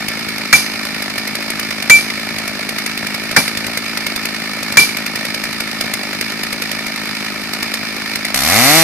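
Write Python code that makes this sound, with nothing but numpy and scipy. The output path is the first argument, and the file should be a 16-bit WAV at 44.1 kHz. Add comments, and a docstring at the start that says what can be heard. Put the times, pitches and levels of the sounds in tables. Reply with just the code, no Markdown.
"""A two-stroke chainsaw idles in a snowy wood: each turn thumps the silencer and rattles the casing,
and every few turns a firing pops. Over it a forester drives a felling wedge with four steel blows,
each a crack, a thud in the trunk and a ringing hammer head. At the end the saw revs up.
Trunks scatter a short tail; the air murmurs. The blows overload a small recorder whose
left microphone is bright and whose right one is dull."""
import sys
import numpy as np
from scipy import signal
from scipy.fft import rfft, irfft, next_fast_len
from scipy.io import wavfile
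from scipy.ndimage import uniform_filter1d

SR = 44100
rng = np.random.default_rng(int(sys.argv[2]) if len(sys.argv) > 2 else 0)


def generate_wav(sig):
    """Save sig (samples, or channels by samples) to the path in sys.argv[1] as 16-bit PCM at SR."""
    pcm = np.round(np.clip(np.atleast_2d(sig).T, -1, 1) * 32767).astype(np.int16)
    wavfile.write(sys.argv[1], SR, pcm)


N = 389403
TIME = np.arange(N) / SR

# Hammer blows. Each row: start in seconds, crack, thud and ring gains in dB, ring pitch in Hz,
# ring T60 in seconds, seconds until the head turns its quiet side, overtone gain in dB.
BLOWS = [(0.5271, 4.5, -12.5, 15, 2337, 0.14, 0.046, -18), (1.8966, 6.5, -7.5, 15, 2332, 0.27, 0.14, -17),
         (3.363, 1, -7, 3, 2333, 0.14, 0.08, -35), (4.77, 6.5, -8, 21, 2339, 0.13, 0.034, -20)]
# Higher modes of the steel. Each row: frequency in Hz, gain in dB, T60 in seconds.
STEEL_MODES = [(4470, -5, .18), (4600, -3, .2), (4872, 2, .28), (4980, -1, .32), (6230, -2, .5),
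               (6370, 3, .16), (6640, -6, .25), (10750, -4, .22), (10950, -2, .24)]
# Spectra of a blow. Each row: frequency in Hz, relative level in dB.
CRACK_SPECTRUM = [(300, -52), (1000, -12), (1300, -0.5), (1550, -1.5), (1950, 7), (2700, -14.5),
                  (4500, -0.5), (7000, -11), (11000, -16.5), (15000, -22)]
THUD_SPECTRUM = [(30, -32), (80, -1), (150, 8), (300, 2), (600, -2.5), (1050, -1), (1450, -10), (2500, -9),
                 (6000, -60)]
SIZZLE_SPECTRUM = [(500, -8.5), (1500, -1.5), (3200, 3), (4700, 11), (7500, -2), (11000, 6), (12500, 1),
                   (14500, -17)]
# Runs of loud firings at idle. Each row: start in seconds, number of firings, peak gain in dB.
FIRING_RUNS = [(0.0839, 1, -11.5), (0.2876, 2, -18), (1.023, 1, -15), (1.181, 2, -15), (1.3525, 1, -12.5),
               (1.5024, 2, -12.5), (1.8242, 1, -13.5), (2.3841, 2, -14.5), (2.6909, 2, -12.5),
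               (2.8618, 1, -11.5), (2.975, 2, -15), (3.1457, 1, -18), (3.3128, 1, -15.5),
               (3.4787, 3, -12.5), (3.773, 1, -10), (3.973, 4, -11.5), (4.6292, 2, -13.5),
               (4.9696, 6, -13.5), (5.6037, 1, -12), (5.8091, 1, -10), (5.937, 1, -8.5), (6.2104, 1, -11),
               (6.4339, 4, -13), (6.8666, 1, -17), (7.534, 2, -12), (7.7392, 1, -12), (8.156, 3, -10.5)]
# Engine speed under throttle. Each row: time in seconds, turns per second.
REV_SPEED = [(8.34, 64.5), (8.42, 66.6), (8.51, 88.9), (8.552, 105.0), (8.584, 114.7), (8.654, 134.5),
             (8.704, 147.9), (8.776, 163.4), (8.83, 163.4)]
# Resonances of the saw. Each row: frequency in Hz, width in Hz, gain in dB.
SILENCER_MODES = [(56, 64, -26), (115, 68, -25), (202, 54, -5), (249, 56.3, -4.5), (306.5, 43, -8.5),
                  (413.7, 19, -14.5)]
CASING_MODES = [(1770, 32, 0.5), (3040, 19, 6), (3546, 37, 9.5), (4630, 70, 3), (4980, 62, 7.5),
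                (5160, 43, 6), (8720, 36, 8.5), (9410, 280, 6.5), (11080, 310, 3), (11530, 310, 6.5)]
# Spectra of the saw, idling and revving. Each row: frequency in Hz, relative level in dB.
CLATTER_SPECTRUM = [(400, -26.5), (900, -14.5), (1080, -14.5), (1300, -6.5), (1620, -11.5), (1780, -2),
                    (2000, -7.5), (2280, 0.5), (2600, -8.5), (3300, -14.5), (4150, -7), (5100, -11),
                    (7000, -21.5), (14500, -25.5)]
PUFF_SPECTRUM = [(30, -50), (80, -0.5), (250, -3), (470, -3.5), (600, 2), (760, 0), (1050, -8), (1400, -3),
                 (3000, -18), (7000, -48), (14500, -63)]
POP_SPECTRUM = [(80, -2.5), (300, 0.5), (700, -2.5), (1100, -14), (2100, 9), (3200, -1.5), (4600, 4),
                (7000, -5.5), (11500, -5.5), (14500, -5.5)]
NOTE_SPECTRUM = [(30, -34), (65, 1), (110, 2), (160, -3), (240, 7.5), (330, 2), (440, -5), (560, -13),
                 (3200, -53)]
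BARK_SPECTRUM = [(200, -10), (430, -0.5), (600, 2), (740, 7), (880, -3.5), (1020, -1.5), (1200, -0.5),
                 (1600, -4), (2100, 2), (2600, -5), (3200, -12), (5000, -15)]
RASP_SPECTRUM = [(1500, -9), (3300, 0), (4300, 7.5), (5000, 0.5), (5800, 3.5), (7200, -3), (8700, -1.5),
                 (10300, -4.5), (11500, 0), (13000, -2), (14600, -7.5)]
# Air among the trees. Each row: frequency in Hz, relative level in dB.
AIR_SPECTRUM = [(20, -16), (50, -7), (90, -13), (160, 13), (400, -7), (1000, -14), (4000, -23)]
# Microphone imbalance. Each row: frequency in Hz, left minus right in dB.
MIC_BALANCE = [(60, 10), (200, 6), (500, 3.5), (1200, -0.5), (1800, 2.5), (2700, -4), (4200, -2),
               (4900, -12.5), (6500, -5), (7500, 2.5), (8600, 13), (11000, 23.5), (15000, 25)]
# Noise at the two microphones. Each row: frequency in Hz, correlation from -1 to 1.
MIC_CORRELATION = [(60, 1), (1500, 0.88), (2400, 0.78), (3300, -0.71), (4500, -0.4), (5500, -0.096),
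                   (15000, -0.14)]

IDLE_HZ, RUN_HZ = 53.0, 53.35   # crank speed: nominal, within a loud run
TURNS_PER_FIRING = 5
THROTTLE_S = 8.343


def hammer(trunk_hz=1474):
    """Steel meets the wedge: a crack, a thud that rings the trunk, a sizzle of weak high modes."""
    starts_s, crack_db, thud_db = np.transpose(BLOWS)[:3]
    crack_env = bursts(starts_s, from_db(crack_db + 3.5), rise_s=0.0016, t60_s=0.047)
    thud_env = bursts(starts_s, from_db(thud_db), rise_s=0.0018, t60_s=0.14)
    sizzle_env = bursts(starts_s, from_db(crack_db - 12.5), rise_s=0.0062, t60_s=0.34)
    crack = colour(stereo_noise() * crack_env, CRACK_SPECTRUM)
    thud = colour(stereo_noise() * thud_env, THUD_SPECTRUM)
    sizzle = colour(stereo_noise() * sizzle_env, SIZZLE_SPECTRUM)
    trunk = from_db(18) * resonate(thud, trunk_hz, width_hz=29)
    return crack + thud + trunk + sizzle + head_ring()


def head_ring(rise_s=0.011, overtone_rise_s=0.0028, left_lag_rad=0.21):
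    """The rebounding head radiates from its flat sides, so its note fades and returns as it turns."""
    out = np.zeros((2, N))
    t = TIME[:SR * 3 // 4]
    lag_rad = np.array([[left_lag_rad], [0]])
    for start_s, _, _, ring_db, hz, t60_s, turn_s, overtone_db in BLOWS:
        facing = np.cos(np.pi / 2 * t / turn_s)
        ring = from_db(ring_db) * swell_decay(t, rise_s, t60_s) * facing
        ring = ring * np.sin(2 * np.pi * hz * t - lag_rad)
        for mode_hz, mode_db, mode_t60_s in STEEL_MODES:
            gain = from_db(overtone_db + mode_db + rng.normal(0, 1.5))   # each blow hits another spot
            envelope = gain * (1 - np.exp(-t / overtone_rise_s)) * from_db(-60 * t / mode_t60_s)
            ring += envelope * np.sin(2 * np.pi * (mode_hz * t + rng.random((2, 1))))
        at = round(start_s * SR)
        out[:, at:at + len(t)] += ring
    return out


def idling_saw():
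    """Every turn pumps the silencer and rattles the casing; a firing trades some thump for a pop."""
    strokes_s, fires, soft = idle_strokes()
    strokes_s = strokes_s + 0.00015 * rng.standard_normal(len(strokes_s))
    idling = np.clip((THROTTLE_S - TIME) * 10 + 1, 0, 1)
    exhaust = idle_exhaust(strokes_s, fires, idling)
    clatter = piston_clatter(strokes_s, fires, idling)
    return exhaust + casing(clatter + firing_pops(strokes_s[soft]))


def loud_firings():
    """Times in seconds and gains in dB; within a run the cylinder fires every fifth turn."""
    return np.transpose([(start_s + k * TURNS_PER_FIRING / RUN_HZ, db)
                         for start_s, count, db in FIRING_RUNS for k in range(round(count))])


def idle_strokes(coasting=0.075, lead_s=0.0025):
    """A firing kicks the crank, which then slows. Returns turn times, firing mask, soft-firing mask."""
    loud_s, _ = loud_firings()
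    edges_s = np.concatenate([[loud_s[0] - TURNS_PER_FIRING / IDLE_HZ], loud_s])
    strokes_s, fires, soft = [], [], []
    for start_s, end_s in zip(edges_s, edges_s[1:]):
        turns = max(1, round((end_s - start_s) * IDLE_HZ))
        # soft firings keep the engine going between loud ones
        for group in np.array_split(np.arange(turns), max(1, round(turns / TURNS_PER_FIRING))):
            progress = np.arange(len(group)) / len(group)
            ahead_turns = coasting * len(group) * progress * (1 - progress)
            strokes_s.append(start_s + (end_s - start_s) * (group - ahead_turns) / turns)
            fires.append(progress == 0)
            soft.append((progress == 0) & (group > 0))
    return np.concatenate(strokes_s)[1:] - lead_s, np.concatenate(fires)[1:], np.concatenate(soft)[1:]


def idle_exhaust(strokes_s, fires, idling, gain_db=-30, fade_start_s=6.1, fade_db_per_s=0.42):
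    """Each stroke rings the silencer and puffs out gas; late on, the level slowly falls."""
    pumps = clicks(strokes_s, 1 - 0.45 * fires)
    thump = sum((-1) ** k * from_db(db) * resonate(pumps, hz, width_hz)
                for k, (hz, width_hz, db) in enumerate(SILENCER_MODES))
    gas = bursts(strokes_s, uneven(strokes_s, spread_db=2), rise_s=0.00082, t60_s=0.035)
    puff = colour(stereo_noise() * unit_rms(gas + 0.099 * idling), PUFF_SPECTRUM)
    fade_db = fade_db_per_s * np.maximum(TIME - fade_start_s, 0)
    return from_db(gain_db - fade_db) * (from_db(-0.9) * unit_rms(thump) + from_db(-4) * puff)


def piston_clatter(strokes_s, fires, idling, gain_db=-24, lead_s=0.0024, return_s=0.012):
    """The piston slaps at the top of its stroke and, more softly, on the way back."""
    top_gains = from_db(2 * fires) * uneven(strokes_s, spread_db=2.5)
    back_gains = 0.42 * uneven(strokes_s, spread_db=2)
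    slaps = bursts(strokes_s - lead_s, top_gains, rise_s=0.0042, t60_s=0.029)
    slaps += bursts(strokes_s + return_s, back_gains, rise_s=0.0018, t60_s=0.02)
    return from_db(gain_db) * colour(stereo_noise() * unit_rms(slaps + 0.58 * idling), CLATTER_SPECTRUM)


def firing_pops(soft_s, soft_db=-25.5):
    """Each firing, loud or soft, is a sharp burst of noise."""
    loud_s, loud_db = loud_firings()
    gains = np.concatenate([from_db(loud_db), from_db(soft_db) * uneven(soft_s, spread_db=3)])
    envelope = bursts(np.concatenate([loud_s, soft_s]), gains, rise_s=0.00079, t60_s=0.032)
    return colour(stereo_noise() * envelope, POP_SPECTRUM)


def revving_saw(bark_knee_hz=104.5, turbulence_hz=1300):
    """Under throttle every turn fires: a clean exhaust note, a bark and a rasp of gas."""
    speed_hz = np.interp(TIME, *np.transpose(REV_SPEED))
    running = TIME >= THROTTLE_S
    turns = np.cumsum(speed_hz[running]) / SR
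    strokes_s = np.interp(np.arange(int(turns[-1]) + 1), turns, TIME[running])
    strokes_s += 0.00003 * rng.standard_normal(len(strokes_s))
    gains = uneven(strokes_s, spread_db=0.7)
    pulses = -clicks(strokes_s, gains) * np.sqrt(SR / speed_hz)
    gas = bursts(strokes_s, gains, rise_s=0.0012, t60_s=0.04) + 0.2 * running
    gas /= np.sqrt(uniform_filter1d(gas ** 2, size=2000).clip(0) + 1e-3)   # hold the power steady
    highpass = signal.butter(2, turbulence_hz, "high", fs=SR, output="sos")
    turbulence = signal.sosfilt(highpass, stereo_noise() * gas)
    sharpness = speed_hz / speed_hz.max()   # the port opens more abruptly at speed
    note = colour(pulses, NOTE_SPECTRUM)
    bark = colour(0.88 * sharpness * pulses + (0.8 - 0.4 * sharpness) * turbulence, BARK_SPECTRUM)
    rasp = casing(colour(stereo_noise() * gas, RASP_SPECTRUM))
    speed_octaves = np.log2(speed_hz / speed_hz.max())
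    note_db = -12 + 12 * speed_octaves
    bark_db = -7 + 12.5 * np.minimum(np.log2(speed_hz / bark_knee_hz), 0)
    rasp_db = -9.5 + 6 * speed_octaves
    return from_db(note_db) * note + from_db(bark_db) * bark + from_db(rasp_db) * rasp


def casing(x):
    """The saw's shell lifts a few narrow bands."""
    def gain_at(f):
        return from_db(sum(db / (1 + (2 * (f - hz) / width_hz) ** 2) for hz, width_hz, db in CASING_MODES))
    return convolve(x, min_phase(gain_at))


def forest(x, wet_db, t60_s, rise_s=0.0054):
    """Trunks and the slope scatter a thin, short tail."""
    t = TIME[:SR * 3 // 4]
    tail = stereo_noise(len(t)) * swell_decay(t, rise_s, t60_s)
    return x + from_db(wet_db) * convolve(x, tail / np.linalg.norm(tail[0]))


def air_murmur(gain_db=-45):
    """Low, steady noise of the air among the trees."""
    return from_db(gain_db) * colour(stereo_noise(), AIR_SPECTRUM)


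def from_db(db):
    """Decibels to gain."""
    return 10 ** (np.asarray(db) / 20)


def unit_rms(x):
    """Scale to unit power."""
    return x / np.sqrt(np.mean(x ** 2) + 1e-20)


def at_hz(curve, hz):
    """Read a curve on a log-frequency axis."""
    knots_hz, values = np.transpose(curve)
    return np.interp(np.log(hz + 1), np.log(knots_hz), values)


def min_phase(gain_at, size=2048):
    """Minimum-phase impulse response for a gain function of Hz."""
    cepstrum = irfft(np.log(gain_at(np.fft.rfftfreq(size, 1 / SR))))
    cepstrum[1:size // 2] *= 2
    cepstrum[size // 2 + 1:] = 0
    return irfft(np.exp(rfft(cepstrum)))


def convolve(x, response):
    """Filter channels, keeping their length."""
    return signal.oaconvolve(np.atleast_2d(x), np.atleast_2d(response), axes=1)[:, :x.shape[-1]]


def colour(x, spectrum):
    """Shape a white signal at unchanged power."""
    response = min_phase(lambda hz: from_db(at_hz(spectrum, hz)))
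    return convolve(x, response / np.linalg.norm(response))


def stereo_noise(size=N):
    """White noise at both microphones: alike in the bass, nearly unrelated in the high treble."""
    padded = next_fast_len(size, True)
    alike = np.clip(at_hz(MIC_CORRELATION, np.fft.rfftfreq(padded, 1 / SR)), -1, 1)
    mid, side = rfft(rng.standard_normal((2, padded))) * np.sqrt([(1 + alike) / 2, (1 - alike) / 2])
    return irfft([mid + side, mid - side], padded)[:, :size]


def clicks(times_s, gains):
    """Impulses placed between samples."""
    out, at = np.zeros(N + 2), np.clip(np.asarray(times_s) * SR, 0, N)
    np.add.at(out, at.astype(int), gains * (1 - at % 1))
    np.add.at(out, at.astype(int) + 1, gains * (at % 1))
    return out[:N]


def swell_decay(t, rise_s, t60_s):
    """Smooth onset, exponential decay."""
    return (1 - np.exp(-(t / rise_s) ** 2)) * from_db(-60 * t / t60_s)


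def bursts(times_s, peaks, rise_s, t60_s):
    """Envelope with one swell and decay per event."""
    shape = swell_decay(TIME[:SR // 2], rise_s, t60_s)
    return convolve(clicks(times_s, peaks), shape / shape.max())[0]


def resonate(x, hz, width_hz):
    """One resonance with unit peak gain."""
    r = np.exp(-np.pi * width_hz / SR)
    feedback = [1, -2 * r * np.cos(2 * np.pi * hz / SR), r * r]
    return signal.lfilter(np.array([1, 0, -1]) * (1 - r * r) / 2, feedback, x + 1e-18)


def uneven(times_s, spread_db):
    """A random gain per event."""
    return from_db(spread_db * rng.standard_normal(len(times_s)))


def scene():
    """Hammer and saw stand together at the foot of the tree."""
    saw = forest(idling_saw() + revving_saw(), wet_db=-16.5, t60_s=0.24)
    blows = forest(hammer(), wet_db=-43, t60_s=0.34)
    return blows + saw + air_murmur()


def record(dry, ceiling=0.91, hardness=10, cutoff_hz=14700):
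    """Unequal microphones, overload on the peaks, a steep top cut."""
    left = min_phase(lambda hz: np.sqrt(2 / (1 + from_db(-at_hz(MIC_BALANCE, hz)) ** 2)))
    right = min_phase(lambda hz: np.sqrt(2 / (1 + from_db(at_hz(MIC_BALANCE, hz)) ** 2)))
    heard = convolve(dry, np.array([left, right]))
    clipped = heard / (1 + np.abs(heard / ceiling) ** hardness) ** (1 / hardness)
    top_cut = signal.firwin(301, cutoff_hz, fs=SR)
    return signal.oaconvolve(clipped, top_cut[None], mode="same", axes=1)


dry = scene()
out = record(dry)
generate_wav(out)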